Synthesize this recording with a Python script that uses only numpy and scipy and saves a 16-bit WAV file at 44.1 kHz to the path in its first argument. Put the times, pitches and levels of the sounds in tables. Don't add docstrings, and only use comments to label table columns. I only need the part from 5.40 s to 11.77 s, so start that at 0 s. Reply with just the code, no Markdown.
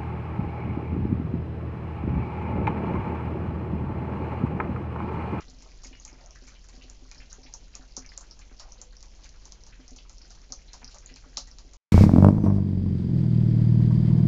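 import sys
import numpy as np
from scipy import signal
from scipy.fft import rfft, irfft, next_fast_len
from scipy.io import wavfile
from scipy.ndimage import map_coordinates

SR = 44100
rng = np.random.default_rng(int(sys.argv[2]) if len(sys.argv) > 2 else 0)


def transcribe(signal):
    frames = np.atleast_2d(signal).T
    limited = np.clip(frames, -1, 1)
    pcm = np.round(limited * 32767).astype(np.int16)
    wavfile.write(sys.argv[1], SR, pcm)


N = 280917
TOUCH_LEAD_S = .0045

# time in seconds, tick level in dB, pitch in Hz,
# ring time in ms, gain of the slap, knock and echo in dB.
FLOOR_HITS = [(0.4349, -34.5, 6400, 0.19, 7), (0.599, -42.5, 6470, 0.81, 4.5),
              (0.651, -25, 6930, 0.27, -2.5), (0.679, -38.5, 6400, 0.77, 2.5),
              (0.861, -39.5, 6260, 0.54, -2), (0.908, -39.5, 5770, 0.48, 0.5),
              (1.499, -29.5, 6900, 0.28, -5), (1.7144, -30, 5860, 0.2, -2), (1.779, -49, 5150, 0.54, 12.5),
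              (1.929, -29.5, 6400, 0.6, -3.5), (2.033, -42, 5330, 0.4, 8), (2.1387, -24.5, 6120, 0.39, -1),
              (2.353, -22.5, 6520, 0.27, -4.5), (2.522, -46, 4800, 1, -29), (2.5671, -19, 6100, 0.32, 2),
              (2.6624, -36.5, 5840, 0.53, -3), (2.691, -42, 5060, 0.96, 4.5),
              (2.7773, -17.5, 7040, 0.24, -6.5), (2.81, -29, 7300, 0.22, 2.5), (2.9111, -37, 5280, 0.57, 1),
              (3.1973, -29, 5800, 0.19, 5), (3.3213, -35.5, 6100, 0.55, 1.5),
              (3.416, -23.5, 6880, 0.31, -3.5), (3.568, -37.5, 5550, 0.59, -3),
              (3.6281, -29, 6270, 0.21, -4.5), (4.055, -31.5, 6200, 0.22, 0.5),
              (4.1221, -27.5, 5770, 0.23, -4.5), (4.2368, -38.5, 5570, 0.58, -8),
              (4.266, -35.5, 6000, 0.19, 4), (4.48, -37.5, 5800, 0.39, 2.5), (4.5625, -36.5, 6000, 0.24, 4),
              (4.783, -37.5, 5560, 0.35, -6), (4.8172, -40, 5080, 0.58, 2.5),
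              (4.9053, -37.5, 6000, 0.18, 8), (4.95, -39, 5100, 0.098, 5), (5.1226, -18.5, 6030, 0.4, -3),
              (5.3331, -28, 6200, 0.16, 3), (5.4449, -30, 5480, 0.44, -2), (5.4776, -36, 5200, 0.52, 0.5),
              (5.6604, -35, 6680, 0.97, -2.5), (5.7402, -39, 5380, 1, -14), (5.9717, -12, 5400, 0.23, -1),
              (5.9773, -24, 6900, 0.27, 3), (6.074, -35.5, 6300, 0.19, 2), (6.114, -38, 5300, 0.48, -1),
              (6.1856, -31, 5500, 0.17, 0), (6.335, -35, 6440, 0.21, 2.5)]
# start in seconds, level in dB.
STRAY_TICKS = [(0.0082, -39), (0.0994, -37), (0.959, -41), (1.2435, -41.5), (1.7469, -39), (3.6066, -40),
               (3.8919, -37.5), (4.5084, -37.5), (4.9216, -41), (5.585, -34)]
# mode in Hz, relative level in dB, 60 dB decay in seconds.
FLOOR_MODES = [(547, -0.5, 0.12), (729, -5, 0.2), (893, 10, 0.028), (1173, -1.5, 0.12), (1303, 6.5, 0.022)]
# start in seconds, relative level in dB, centre pitch in Hz,
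# pitch spread of the droplets in natural-log units.
FUR_SPLASHES = [(0.0, -57, 1700, 0.45), (0.255, -64, 860, 0.37), (0.438, -51.5, 6650, 0.084),
                (0.44, -62, 2100, 0.17), (0.525, -57.5, 2830, 0.2), (0.669, -64, 2380, 0.09),
                (0.951, -61.5, 1720, 0.19), (1.07, -63, 2130, 0.26), (1.076, -59, 6160, 0.1),
                (1.148, -64.5, 2900, 0.13), (1.412, -59, 2810, 0.076), (1.711, -61.5, 2330, 0.073),
                (1.802, -59, 2540, 0.21), (1.897, -58, 5770, 0.18), (1.915, -64.5, 1520, 0.05),
                (2.058, -60.5, 3330, 0.23), (2.335, -63.5, 2440, 0.12), (2.41, -65.5, 1250, 0.38),
                (2.643, -61.5, 2200, 0.043), (2.717, -58.5, 4380, 0.44), (2.801, -66, 1380, 0.33),
                (3.012, -64.5, 2840, 0.22), (3.196, -66, 1840, 0.37), (3.834, -59.5, 4750, 0.35),
                (3.846, -66.5, 2040, 0.34), (4.324, -62.5, 2560, 0.19), (4.577, -58.5, 4440, 0.3),
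                (5.279, -63.5, 4020, 0.1), (5.333, -61.5, 1060, 0.2), (5.415, -59, 2610, 0.59),
                (5.509, -60, 5280, 0.41), (5.54, -59.5, 1080, 0.35), (5.683, -61, 2690, 0.24),
                (5.76, -58, 4970, 0.37), (5.836, -65, 1260, 0.21), (6.069, -67.5, 1880, 0.092)]
# start in seconds, relative level in dB.
TRAY_HITS = [(0.081, -57), (0.457, -54.5), (0.51, -54.5), (0.726, -54.5), (1.022, -57), (1.34, -55),
             (1.376, -57), (1.621, -58), (1.984, -54), (2.051, -54), (2.394, -54), (2.577, -47),
             (3.115, -56.5), (4.395, -55), (4.516, -54.5), (5.104, -54), (5.432, -57.5), (5.712, -53.5),
             (5.861, -56), (5.976, -54.5), (6.246, -56)]
# mode in Hz, relative level in dB, 60 dB decay in seconds.
TRAY_MODES = [(258.9, 5, 0.22), (150.8, -3, 0.2), (349.6, 2, 0.068), (456, -7, 0.19), (585, -5, 0.099),
              (754, -5, 0.11)]
# start in seconds, length in seconds, level in dB, centre pitch in Hz.
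RUNOFF = [(0.684, .22, -63, 880), (3.197, .09, -61, 886)]
# time in seconds, gain in dB.
PATTER_FLOW = [(0, -0.5), (2.801, -1), (3.7, -2), (4.6, -1.5), (5.499, 0.5), (6.3, -3)]
# time in seconds, pitch in Hz, relative level in dB.
TONE_GLIDE = [(3.19, 605, -73), (3.238, 587, -63), (3.3, 579, -71), (3.37, 542, -64), (3.42, 492, -67.5),
              (3.7, 500, -89)]
# frequency in Hz, rms level in dB.
MACHINE_TONES = [(41.9, -52), (58.5, -61.5)]
# frequency in Hz, relative level in dB.
RUMBLE_SPECTRUM = [(10, -3), (24, 0), (35, 0), (44, -13), (75, -15), (100, -18), (150, -28), (250, -60)]
# frequency in Hz, relative level in dB.
WASH_SPECTRUM = [(100, 1.5), (150, 3.5), (300, -1.5), (650, -6), (1150, -14), (1700, -19), (2400, -13.5),
                 (3300, -8.5), (4400, -20), (6200, -10), (7500, -16)]
# frequency in Hz, 60 dB decay in seconds.
STALL_DECAY = [(250, 0.14), (1000, 0.14), (3000, 0.2), (7000, 0.14)]
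# frequency in Hz, gain in dB.
MIC_RESPONSE = [(1800, 0), (2400, .5), (3400, -2.5), (3800, 0), (4150, 4), (4700, 1), (6300, 0), (7200, -1)]


def floor_drips(stray_hz=6030, stray_ring_s=.00025):
    out = np.zeros(N)
    for s, db, hz, ring_ms, echo_db in FLOOR_HITS:
        add(out, s - TOUCH_LEAD_S, amp(db) * drip(hz, ring_ms, echo_db))
    for s, db in STRAY_TICKS:
        tick = ping(seconds(.01), stray_hz * rng.uniform(.9, 1.1), stray_ring_s)
        add(out, s, amp(db) * in_stall(tick, wet_db=0))
    return out


def drip(hz, ring_ms, echo_db, touch_db=-22, slap_db=-33.5, slap_lag_s=.0015, knock_db=-37):
    out, tick, t = np.zeros(SR // 2), np.zeros(SR // 40), seconds(.01)
    for progress in np.sqrt(rng.random(8)):
        touch = ping(t, hz * rng.uniform(.8, 1.2), ring_s=.0003)
        add(tick, progress * TOUCH_LEAD_S, amp(touch_db) * progress * touch)
    add(tick, TOUCH_LEAD_S, ping(t, hz, ring_ms / 1000))
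    add(out, 0, in_stall(tick, echo_db))
    slap = splash(centre_hz=969, spread=.19, length_s=.01099)
    knock = in_stall(struck(FLOOR_MODES, scatter_db=2), wet_db=-2)
    add(out, TOUCH_LEAD_S + slap_lag_s, amp(slap_db + echo_db) * slap)
    add(out, TOUCH_LEAD_S + slap_lag_s, amp(knock_db + echo_db) * knock)
    return out


def leaking_nozzle(first_s=.2232, period_s=.21295, jitter_s=.001, splash_db=-71.5, tick_db=-34):
    out, hit_times = np.zeros(N), np.transpose(FLOOR_HITS)[0]
    for beat in np.arange(first_s, N / SR, period_s):
        late, size_db, pitch = bounded_normal(3)
        s, size, tuning = beat + jitter_s * late, amp(size_db), np.exp(.06 * pitch)
        add(out, s, size * amp(splash_db) * splash(centre_hz=1920 * tuning, spread=.5))
        if np.abs(hit_times - beat).min() > .012:
            tick = drip(hz=6600 * tuning, ring_ms=.2, echo_db=1)
            add(out, s - TOUCH_LEAD_S, size * amp(tick_db) * tick)
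    return out


def fur_splashes(gain_db=3.5):
    out = np.zeros(N)
    for s, db, hz, spread in FUR_SPLASHES:
        bubble_db = 1.5 - 35 * spread
        sound = splash(hz, spread, cycles=1.4, bubble_s=.0025, bubble_db=bubble_db, wet_db=-1.5, count=13)
        add(out, s, amp(db + gain_db) * sound)
    return out


def splash(centre_hz, spread, length_s=.036, cycles=2, bubble_s=.0017, bubble_db=-7, wet_db=1, count=18):
    cluster, t = np.zeros(SR // 10), seconds(.016)
    delays = length_s * rng.beta(1.1, 2.4, count)
    pitches = centre_hz * np.exp(spread * bounded_normal(count))
    sizes = amp(3.5 * rng.standard_normal(count))
    for delay, hz, size in zip(delays, pitches, sizes):
        add(cluster, delay, size * ping(t, hz, cycles / hz))
    bubble = ping(t, centre_hz, bubble_s)
    bubble *= np.linalg.norm(cluster) / np.linalg.norm(bubble)
    add(cluster, length_s / 5, amp(bubble_db) * bubble)
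    return unit_over(in_stall(cluster, wet_db), length_s)


def tray_thuds(gain_db=-2, push_hz=330, push_cycles=.59, stray_db=-61, stray_count=8):
    out, t = np.zeros(N), seconds(.02)
    stray_times = rng.uniform(0, N / SR, stray_count)
    stray_levels = stray_db + 1.5 * bounded_normal(stray_count, limit=1.5)
    for s, db in list(TRAY_HITS) + list(zip(stray_times, stray_levels)):
        boom = struck(TRAY_MODES, scatter_db=1.2)
        add(boom, 0, ping(t, push_hz, push_cycles / push_hz))
        add(out, s, amp(db + gain_db) * in_stall(boom, wet_db=-6))
    return out


def drizzle():
    on_floor = amp(-53.5) * patter(centre_hz=5450, spread=.13, cycles=1.8, wet_db=-1, per_spot=140)
    on_fur = amp(-60) * patter(centre_hz=1930, spread=.42, cycles=.98, wet_db=4, per_spot=80)
    flow_db = np.interp(np.arange(N) / SR, *np.transpose(PATTER_FLOW))
    return amp(flow_db) * (on_floor + on_fur)


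def patter(centre_hz, spread, cycles, wet_db, per_spot, spots=8):
    out, t = np.zeros(N), seconds(.006)
    for _ in range(spots):
        drops = np.zeros(N)
        times = rng.uniform(0, N / SR, per_spot)
        for s, (mass, pitch, life) in zip(times, bounded_normal((per_spot, 3))):
            hz = centre_hz * np.exp(spread * pitch)
            ring_s = cycles * np.exp(.3 * life) / hz
            add(drops, s, amp(4.2 * mass) * ping(t, hz, ring_s))
        out += in_stall(drops, wet_db)[:N]
    return out


def gurgles(spread=.24, cycles=4, count=60):
    out, t = np.zeros(N), seconds(.04)
    for s, length_s, db, centre_hz in RUNOFF:
        bubbles = np.zeros(SR // 2)
        for progress, pitch in zip(rng.random(count), bounded_normal(count)):
            hz = centre_hz * np.exp(spread * pitch)
            add(bubbles, progress * length_s, ping(t, hz, cycles / hz))
        add(out, s, amp(db) * unit_over(in_stall(bubbles, wet_db=4), length_s))
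    return out


def falling_tone(gain_db=-9):
    t = np.arange(N) / SR
    times, hz, db = np.transpose(TONE_GLIDE)
    level = np.interp(t, times, amp(db), left=0, right=0)
    pitch = np.interp(t, times, hz) * (1 + .06 * wobble(120))
    tone = level * np.sin(2 * np.pi * np.cumsum(pitch) / SR)
    return amp(gain_db) * in_stall(tone, wet_db=12)[:N]


def room_tone(rumble_db=-52.5, wash_db=-60):
    t = np.arange(N) / SR
    hum = sum(amp(db) * np.sqrt(2) * np.sin(2 * np.pi * (hz * t + rng.random()))
              for hz, db in MACHINE_TONES)
    rumble = amp(rumble_db) * noise(RUMBLE_SPECTRUM)
    wash = amp(wash_db + wobble(20)) * noise(WASH_SPECTRUM)
    return hum + rumble + wash


def ping(t, hz, ring_s):
    age = t / ring_s
    envelope = (age * np.exp(1 - age)) ** 3
    lift = 1 + .02 * (np.minimum(age, 6) - 2)
    return envelope * np.sin(2 * np.pi * hz * t * lift)


def struck(modes, scatter_db, detune=.0056):
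    out, t = 0, seconds(.22)
    for hz, db, t60 in modes:
        envelope = amp(db + scatter_db * rng.normal() - 60 * t / t60)
        pitch = hz * (1 + detune * rng.normal())
        out += envelope * np.sin(2 * np.pi * pitch * t) * rng.choice([-1, 1])
    return out


def in_stall(sound, wet_db):
    hz, t, spectrum = signal.stft(rng.standard_normal(SR // 5), SR, nperseg=256)
    decay = amp(-60 * t / along(STALL_DECAY, hz)[:, None])
    _, tail = signal.istft(spectrum * decay, SR, nperseg=256)
    response = amp(wet_db) * tail / np.linalg.norm(tail)
    response[0] += 1
    return signal.oaconvolve(sound, response)


def amp(db):
    return 10 ** (np.asarray(db) / 20)


def unit_over(sound, length_s):
    return np.sqrt(length_s * SR) * sound / np.linalg.norm(sound)


def along(points, hz):
    knots_hz, values = np.transpose(points)
    return np.interp(np.log(hz + 1), np.log(knots_hz), values)


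def seconds(length_s):
    return np.arange(int(length_s * SR)) / SR


def add(track, s, sound):
    start = int(np.clip(round(s * SR), 0, N))
    track[start:start + len(sound)] += sound[:N - start]


def bounded_normal(shape, limit=2):
    return np.clip(rng.standard_normal(shape), -limit, limit)


def wobble(rate):
    knots = rng.standard_normal(int(N * rate / SR) + 4)
    return map_coordinates(knots, [np.arange(N) * rate / SR])


def filtered(sound, response):
    size = next_fast_len(len(sound) + 8192)
    gain = response(np.fft.rfftfreq(size, 1 / SR))
    return irfft(rfft(sound, size) * gain, size)[:len(sound)]


def noise(spectrum):
    coloured = filtered(rng.standard_normal(N), lambda hz: amp(along(spectrum, hz)))
    return unit_over(coloured, N / SR)


def scene():
    water = leaking_nozzle() + floor_drips() + fur_splashes() + gurgles() + tray_thuds() + drizzle()
    return (water + falling_tone() + room_tone())[None]


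def record(dry, edge_hz=7290, shelf_db=-23, top_hz=9000):
    def treble_fall(hz):
        rolloff = 1 / np.sqrt(1 + (hz / edge_hz) ** 100)
        return np.maximum(rolloff, amp(shelf_db)) * (hz < top_hz)

    at_mic = filtered(dry[0], lambda hz: amp(along(MIC_RESPONSE, hz)))
    return filtered(at_mic, treble_fall)[None]


dry = scene()
out = record(dry)
transcribe(out)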